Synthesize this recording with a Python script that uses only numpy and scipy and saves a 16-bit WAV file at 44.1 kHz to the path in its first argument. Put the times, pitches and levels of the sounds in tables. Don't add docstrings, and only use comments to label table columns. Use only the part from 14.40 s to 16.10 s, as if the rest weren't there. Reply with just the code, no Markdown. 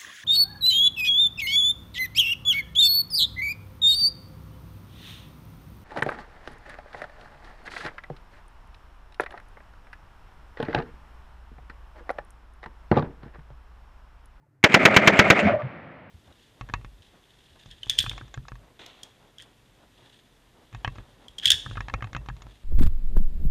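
import sys
import numpy as np
from scipy import signal
from scipy.fft import rfft, irfft
from scipy.io import wavfile
from scipy.ndimage import uniform_filter1d

SR = 44100
rng = np.random.default_rng(int(sys.argv[2]) if len(sys.argv) > 2 else 0)


def magnitude_from_level(level_db):
    exponent = np.asarray(level_db, float) / 20
    return 10 ** exponent


def waveform_to_disk(signal):
    frames = np.transpose(np.atleast_2d(signal))
    scaled = np.clip(frames, -1, 1) * 32767
    samples = np.round(scaled).astype(np.int16)
    wavfile.write(sys.argv[1], SR, samples)


N = 74970

# [f/Hz, level/dB]
AIR_COLOUR = [(15, -59.5), (25, -6.5), (145, 5), (185, -22.5), (285, -6.5), (463, -20), (1790, -24.5),
              (3720, -48), (16000, -40.5)]
AIR_DB = -64
# [t/s, length/s, level/dB, f/Hz]
CHIRPS = [
    (.02, 0.034, -74, 875),
    (.063, .01, -76, 570),
]
# [t/s, length/s, level/dB, f/Hz]
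THUDS = [
    (1.224, .05, -33.5, 130),
    (1.35, .04, -46, 150),
    (1.46, .05, -50, 150),
    (.02, .03, -66, 140),
]
# [t/s, peak level/dB]
TAPS = [
    (1.2182, -22),
    (1.291, -31.5),
    (1.566, -44),
]
TAP_DB, TAP_HZ, TAP_WIDTH_HZ = -11.5, 1400, 1300
# [t/s, length/s, level/dB, f/Hz]
HOLLOW = [
    (1.046, 0.032, -22.5, 194.6),
    (1.066, 0.029, -23, 687),
    (1.09, 0.04, -26, 581.4),
    (1.124, 0.034, -26, 620),
    (1.155, 0.071, -36, 599.5),
    (1.19, 0.025, -41, 1176),
    (1.03, 0.052, -31.5, 90.2),
    (1.1, .08, -38, 111),
]

# [f/Hz, level/dB]
GROUND_COLOUR = [(35, -19.5), (60, -33), (224, -13), (648, 2.5), (1080, -17.5), (1830, -1), (4210, -25),
                 (7000, -25), (15000, -52)]
GROUND_DB, GROUND_T60_S, GROUND_ENDS_S = -12.5, 0.14, 0.035
# [delay t/s, length/s, level/dB, centre f/Hz, width/Hz]
ECHOES = [(.004, .025, -27.5, 290, 114.4), (.006, 0.033, -30.5, 1300, 77.4), (.022, .016, -23, 520, 416),
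          (0.065, 0.03, -37.5, 509.3, 400), (0.057, 0.012, -30.5, 188, 97.2), (.06, 0.021, -43, 1960, 900),
          (0.096, .025, -49, 443, 500), (0.134, 0.092, -40, 95, 62), (.15, 0.046, -27.5, 2150, 400),
          (0.12, 0.076, -29.5, 207, 44), (0.163, .05, -27, 612, 280), (0.165, 0.05, -33, 1240, 500),
          (.17, .06, -43.5, 2500, 900), (.2, 0.08, -29, 584, 90), (0.114, .09, -63, 6300, 2500),
          (0.124, .06, -33.5, 1565, 1176)]
ECHO_RISE_S, ECHO_HOLD, ECHO_FADE = .004, .7, 1.3
# [f/Hz, level/dB]
SLOPE_COLOUR = [(24, -59.5), (40, -39.5), (185, -1.5), (401, -5), (698, -15), (996, -17.5), (1160, -12),
                (2160, -9.5), (8000, -76), (10400, -99.5), (17600, -120)]
SLOPE_DB, SLOPE_FROM_S, SLOPE_TO_S, SLOPE_T60_S = -29, 0.034, 0.2, .15
# [f/Hz, level/dB]
VALLEY_COLOUR = [(24, -58), (40, -13.5), (150, -2.5), (347, -10), (410, -17), (538, -6.5), (948, -13.5),
                 (2150, -15.5), (6000, -53.5), (7800, -100.5), (13200, -120)]
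VALLEY_DB, VALLEY_FROM_S, VALLEY_T60_S = -46, 0.13, 2.78

# [t/s, peak level/dB]
CLACKS = [(0.312, -32), (0.3207, -6.5), (0.3317, -7), (0.4294, -6), (0.542, -1), (0.6644, -3.5),
          (0.769, -6.5), (0.7834, -7.5), (0.8824, -20), (0.9907, 2), (0.999, -13), (1.0264, -23)]
TRIGGER_S, TRIGGER_DB = .229, -40
# [f/Hz, level/dB, t60/s]
CLACK_MODES = [(1890, -15.5, 0.016), (2149, 1, 0.012), (2500, -9.5, 0.0033), (3500, -25.5, 0.0053)]
BOLT_DB, RATTLE_T60_S, RATTLE_DB = -13, .045, -27
# [f/Hz, level/dB]
SCRAPE_COLOUR = [(1470, -13.5), (2500, -1), (3920, -20.5), (5660, -29.5), (7110, -18), (8040, -21),
                 (14100, -43), (15500, -39.5)]
TRAVEL_DB, TRAVEL_FROM_S, TRAVEL_RISE_S, TRAVEL_T60_S, GRAINS_PER_S = -37, 0.023, 0.073, 0.15, 1100

# [t/s, peak level/dB]
SHOTS = [
    (.2382, -.6),
    (.3409, 0),
    (.4517, .3),
    (.5629, -.2),
    (.6728, .4),
    (.7899, .3),
    (.9004, 0),
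]
SAME_SHARE = .55
MUZZLE_LAG_S = .001
SNAP_DB, SNAP_HZ, SNAP_T60_S = 9, 2200, .006
PUSH_DB, PUSH_S, PUSH_LAG_S = 11, .0010, .0012
BOUNCE_S, BOUNCE_DB, BOUNCE_SWAY_S = .0075, -10, .0006
# [f/Hz, level/dB]
GAS_COLOUR = [(35, -45), (60, 1), (590, -1), (1060, 1.5), (1360, 5), (1910, 7), (2160, 10), (6440, -21.5),
              (9000, -42), (11700, -75.5), (19800, -120)]
GAS_DB, GAS_FROM_S, GAS_HOLD_S, GAS_T60_S = 1.5, .002, .004, .025

# [offset t/s, length/s, level/dB]
DUCKS = [
    (-.008, .008, -6),
    (.036, .012, -4),
]
CEILING, HARDNESS, LIMIT, LOW_CUT_HZ = .57, 4.0, .61, 60
DULL_HZ, BRIGHT_DB, AIRY_HZ, AIRY_DB = 7500, -15, 13500, 3
CUTOFF_HZ, LEAK_DB, HISS_DB = 15300, -20, -88


def unit(x):
    return x / np.sqrt(np.mean(x ** 2) + 1e-20)


def coloured(spectrum):
    hz, db = np.transpose(spectrum)
    f = np.arange(N // 2 + 1) * SR / N + 1
    gain = magnitude_from_level(np.interp(np.log(f), np.log(hz), db))
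    return unit(irfft(rfft(rng.standard_normal(N)) * gain, N))


def resonant(hz, width_hz):
    r = np.exp(-np.pi * width_hz / SR)
    a = [1, -2 * r * np.cos(2 * np.pi * hz / SR), r * r]
    once = signal.lfilter([1, 0, -1], a, rng.standard_normal(N))
    x = signal.lfilter([1, 0, -1], a, once)
    local_power = uniform_filter1d(x ** 2, size=700)
    return unit(x / np.sqrt(local_power + 0.12 * np.mean(x ** 2)))


def envelope(start, rise, hold, t60):
    t = np.arange(N) / SR - start
    onset = np.sin(np.pi / 2 * np.clip(t / rise, 0, 1)) ** 2
    return onset * magnitude_from_level(-60 * np.clip(t - rise - hold, 0, None) / t60)


def ring(x, hz, t60):
    r, w = magnitude_from_level(-60 / (t60 * SR)), 2 * np.pi * hz / SR
    return signal.lfilter([0, np.sin(w)], [1, -2 * r * np.cos(w), r * r], x + 1e-18)


def puffs(rows, width_share):
    t = np.arange(N) / SR
    out = np.zeros(N)
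    for s, length, db, hz in rows:
        tone = np.sqrt(2) * np.sin(2 * np.pi * hz * t)
        rough = .6 * resonant(hz, width_share * hz)
        out += magnitude_from_level(db) * (tone + rough) * envelope(s, .25 * length, .65 * length, .9 * length)
    return out


def each_round(response):
    out, common = np.zeros(2 * N), response()
    mean_db = np.mean(SHOTS, axis=0)[1]
    for s, db in SHOTS:
        i = int(s * SR)
        mixed = np.sqrt(SAME_SHARE) * common + np.sqrt(1 - SAME_SHARE) * response()
        out[i:i + N] += magnitude_from_level(db - mean_db) * mixed
    return out[:N]


def air():
    return magnitude_from_level(AIR_DB) * coloured(AIR_COLOUR)


def taps():
    knocks = np.zeros(N)
    for s, db in TAPS:
        knocks += magnitude_from_level(TAP_DB + db) * resonant(TAP_HZ, TAP_WIDTH_HZ) * envelope(s, .0015, .001, .02)
    return signal.sosfilt(signal.butter(3, 2500, fs=SR, output="sos"), knocks)


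def terrain():
    ground = magnitude_from_level(GROUND_DB) * coloured(GROUND_COLOUR) * envelope(0.001, 0.001, 0, GROUND_T60_S)
    out = ground * envelope(0, 0.00061, GROUND_ENDS_S, 0.09)
    slope_hold = SLOPE_TO_S - SLOPE_FROM_S
    out += magnitude_from_level(SLOPE_DB) * coloured(SLOPE_COLOUR) * envelope(SLOPE_FROM_S, 0.027, slope_hold, SLOPE_T60_S)
    out += magnitude_from_level(VALLEY_DB) * coloured(VALLEY_COLOUR) * envelope(VALLEY_FROM_S, 0.26, 0, VALLEY_T60_S)
    for lag, length, db, hz, width_hz in ECHOES:
        swell = envelope(lag, ECHO_RISE_S, ECHO_HOLD * length, ECHO_FADE * length)
        out += magnitude_from_level(db) * resonant(hz, width_hz) * swell
    return out


def ducking():
    dip_db = np.zeros(N)
    for s, _ in SHOTS:
        for lag, length, db in DUCKS:
            dip_db += db * envelope(s + lag, 0.71 * length, .5 * length, .5 * length)
    return magnitude_from_level(dip_db)


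def bolt_travel():
    grains = (rng.random(N) < GRAINS_PER_S / SR) * rng.exponential(1, N)
    bumps = .5 + unit(signal.lfilter([1], [1, -.97], grains))
    run = envelope(TRAVEL_FROM_S, TRAVEL_RISE_S, 0, TRAVEL_T60_S)
    return magnitude_from_level(TRAVEL_DB) * coloured(SCRAPE_COLOUR) * bumps * run


def clacks():
    out = np.zeros(N)
    rows = list(CLACKS) + [(TRIGGER_S, TRIGGER_DB - BOLT_DB)]
    sways_db = rng.normal(0, 2, (len(rows), len(CLACK_MODES) + 1))
    for (s, db), sway_db in zip(rows, sways_db):
        hit = 0.16 * rng.standard_normal(N) * envelope(s, 0.00046, 0.00049, 0.015)
        for (hz, level, t60), sway in zip(CLACK_MODES, sway_db):
            out += magnitude_from_level(BOLT_DB + db + level + sway) * ring(hit, hz, t60)
        rattle = coloured(SCRAPE_COLOUR) * envelope(s, 0.0035, 0.012, RATTLE_T60_S)
        out += magnitude_from_level(RATTLE_DB + db + sway_db[-1]) * rattle
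    return out


def blast():
    t = np.arange(N) / SR - MUZZLE_LAG_S
    impulse = 1.0 * (np.arange(N) == int(MUZZLE_LAG_S * SR))
    out = -magnitude_from_level(SNAP_DB) * ring(impulse, SNAP_HZ, SNAP_T60_S)
    bounce_lag = BOUNCE_S + BOUNCE_SWAY_S * rng.standard_normal()
    for lag, db in (PUSH_LAG_S, 0), (bounce_lag, BOUNCE_DB):
        u = np.clip(t - lag, 0, None) / PUSH_S
        out += magnitude_from_level(PUSH_DB + db) * np.clip(u / .25, 0, 1) * (1 - .7 * u) * np.exp(-u)
    return out + magnitude_from_level(GAS_DB) * coloured(GAS_COLOUR) * envelope(GAS_FROM_S, 0.00094, GAS_HOLD_S, GAS_T60_S)


def scene():
    background = air() + puffs(CHIRPS, 0.077) + puffs(THUDS, 0.33) + taps() + puffs(HOLLOW, 0.45)
    returns = each_round(terrain) * ducking()
    mechanism = each_round(bolt_travel) + clacks()
    return (background + returns + mechanism + each_round(blast))[None]


def low_pass(x):
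    return signal.sosfilt(signal.butter(12, 16610, fs=SR, output="sos"), x)


def record(dry):
    def cut(x, hz, kind, order):
        return signal.sosfilt(signal.butter(order, hz, kind, fs=SR, output="sos"), x)

    def clip(x, top, hardness):
        return x / (1 + np.abs(x / top) ** hardness) ** (1 / hardness)

    overloaded = clip(cut(dry, 65, "high", order=2), CEILING, HARDNESS)
    x = cut(overloaded, LOW_CUT_HZ, "high", order=1)
    dulled = cut(x, DULL_HZ, "low", order=4) + magnitude_from_level(BRIGHT_DB) * x
    x = clip(dulled, LIMIT, 2 * HARDNESS)
    airy = magnitude_from_level(AIRY_DB) * cut(x, AIRY_HZ, "high", order=2)
    x = x + airy + magnitude_from_level(HISS_DB) * rng.standard_normal(x.shape)
    leak = magnitude_from_level(LEAK_DB) * cut(x, CUTOFF_HZ + 1000, "low", order=16)
    band_limit = signal.cheby1(12, .5, CUTOFF_HZ, fs=SR, output="sos")
    mix = leak + signal.sosfilt(band_limit, x)
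    return low_pass(mix)


dry = scene()
out = record(dry)
waveform_to_disk(out)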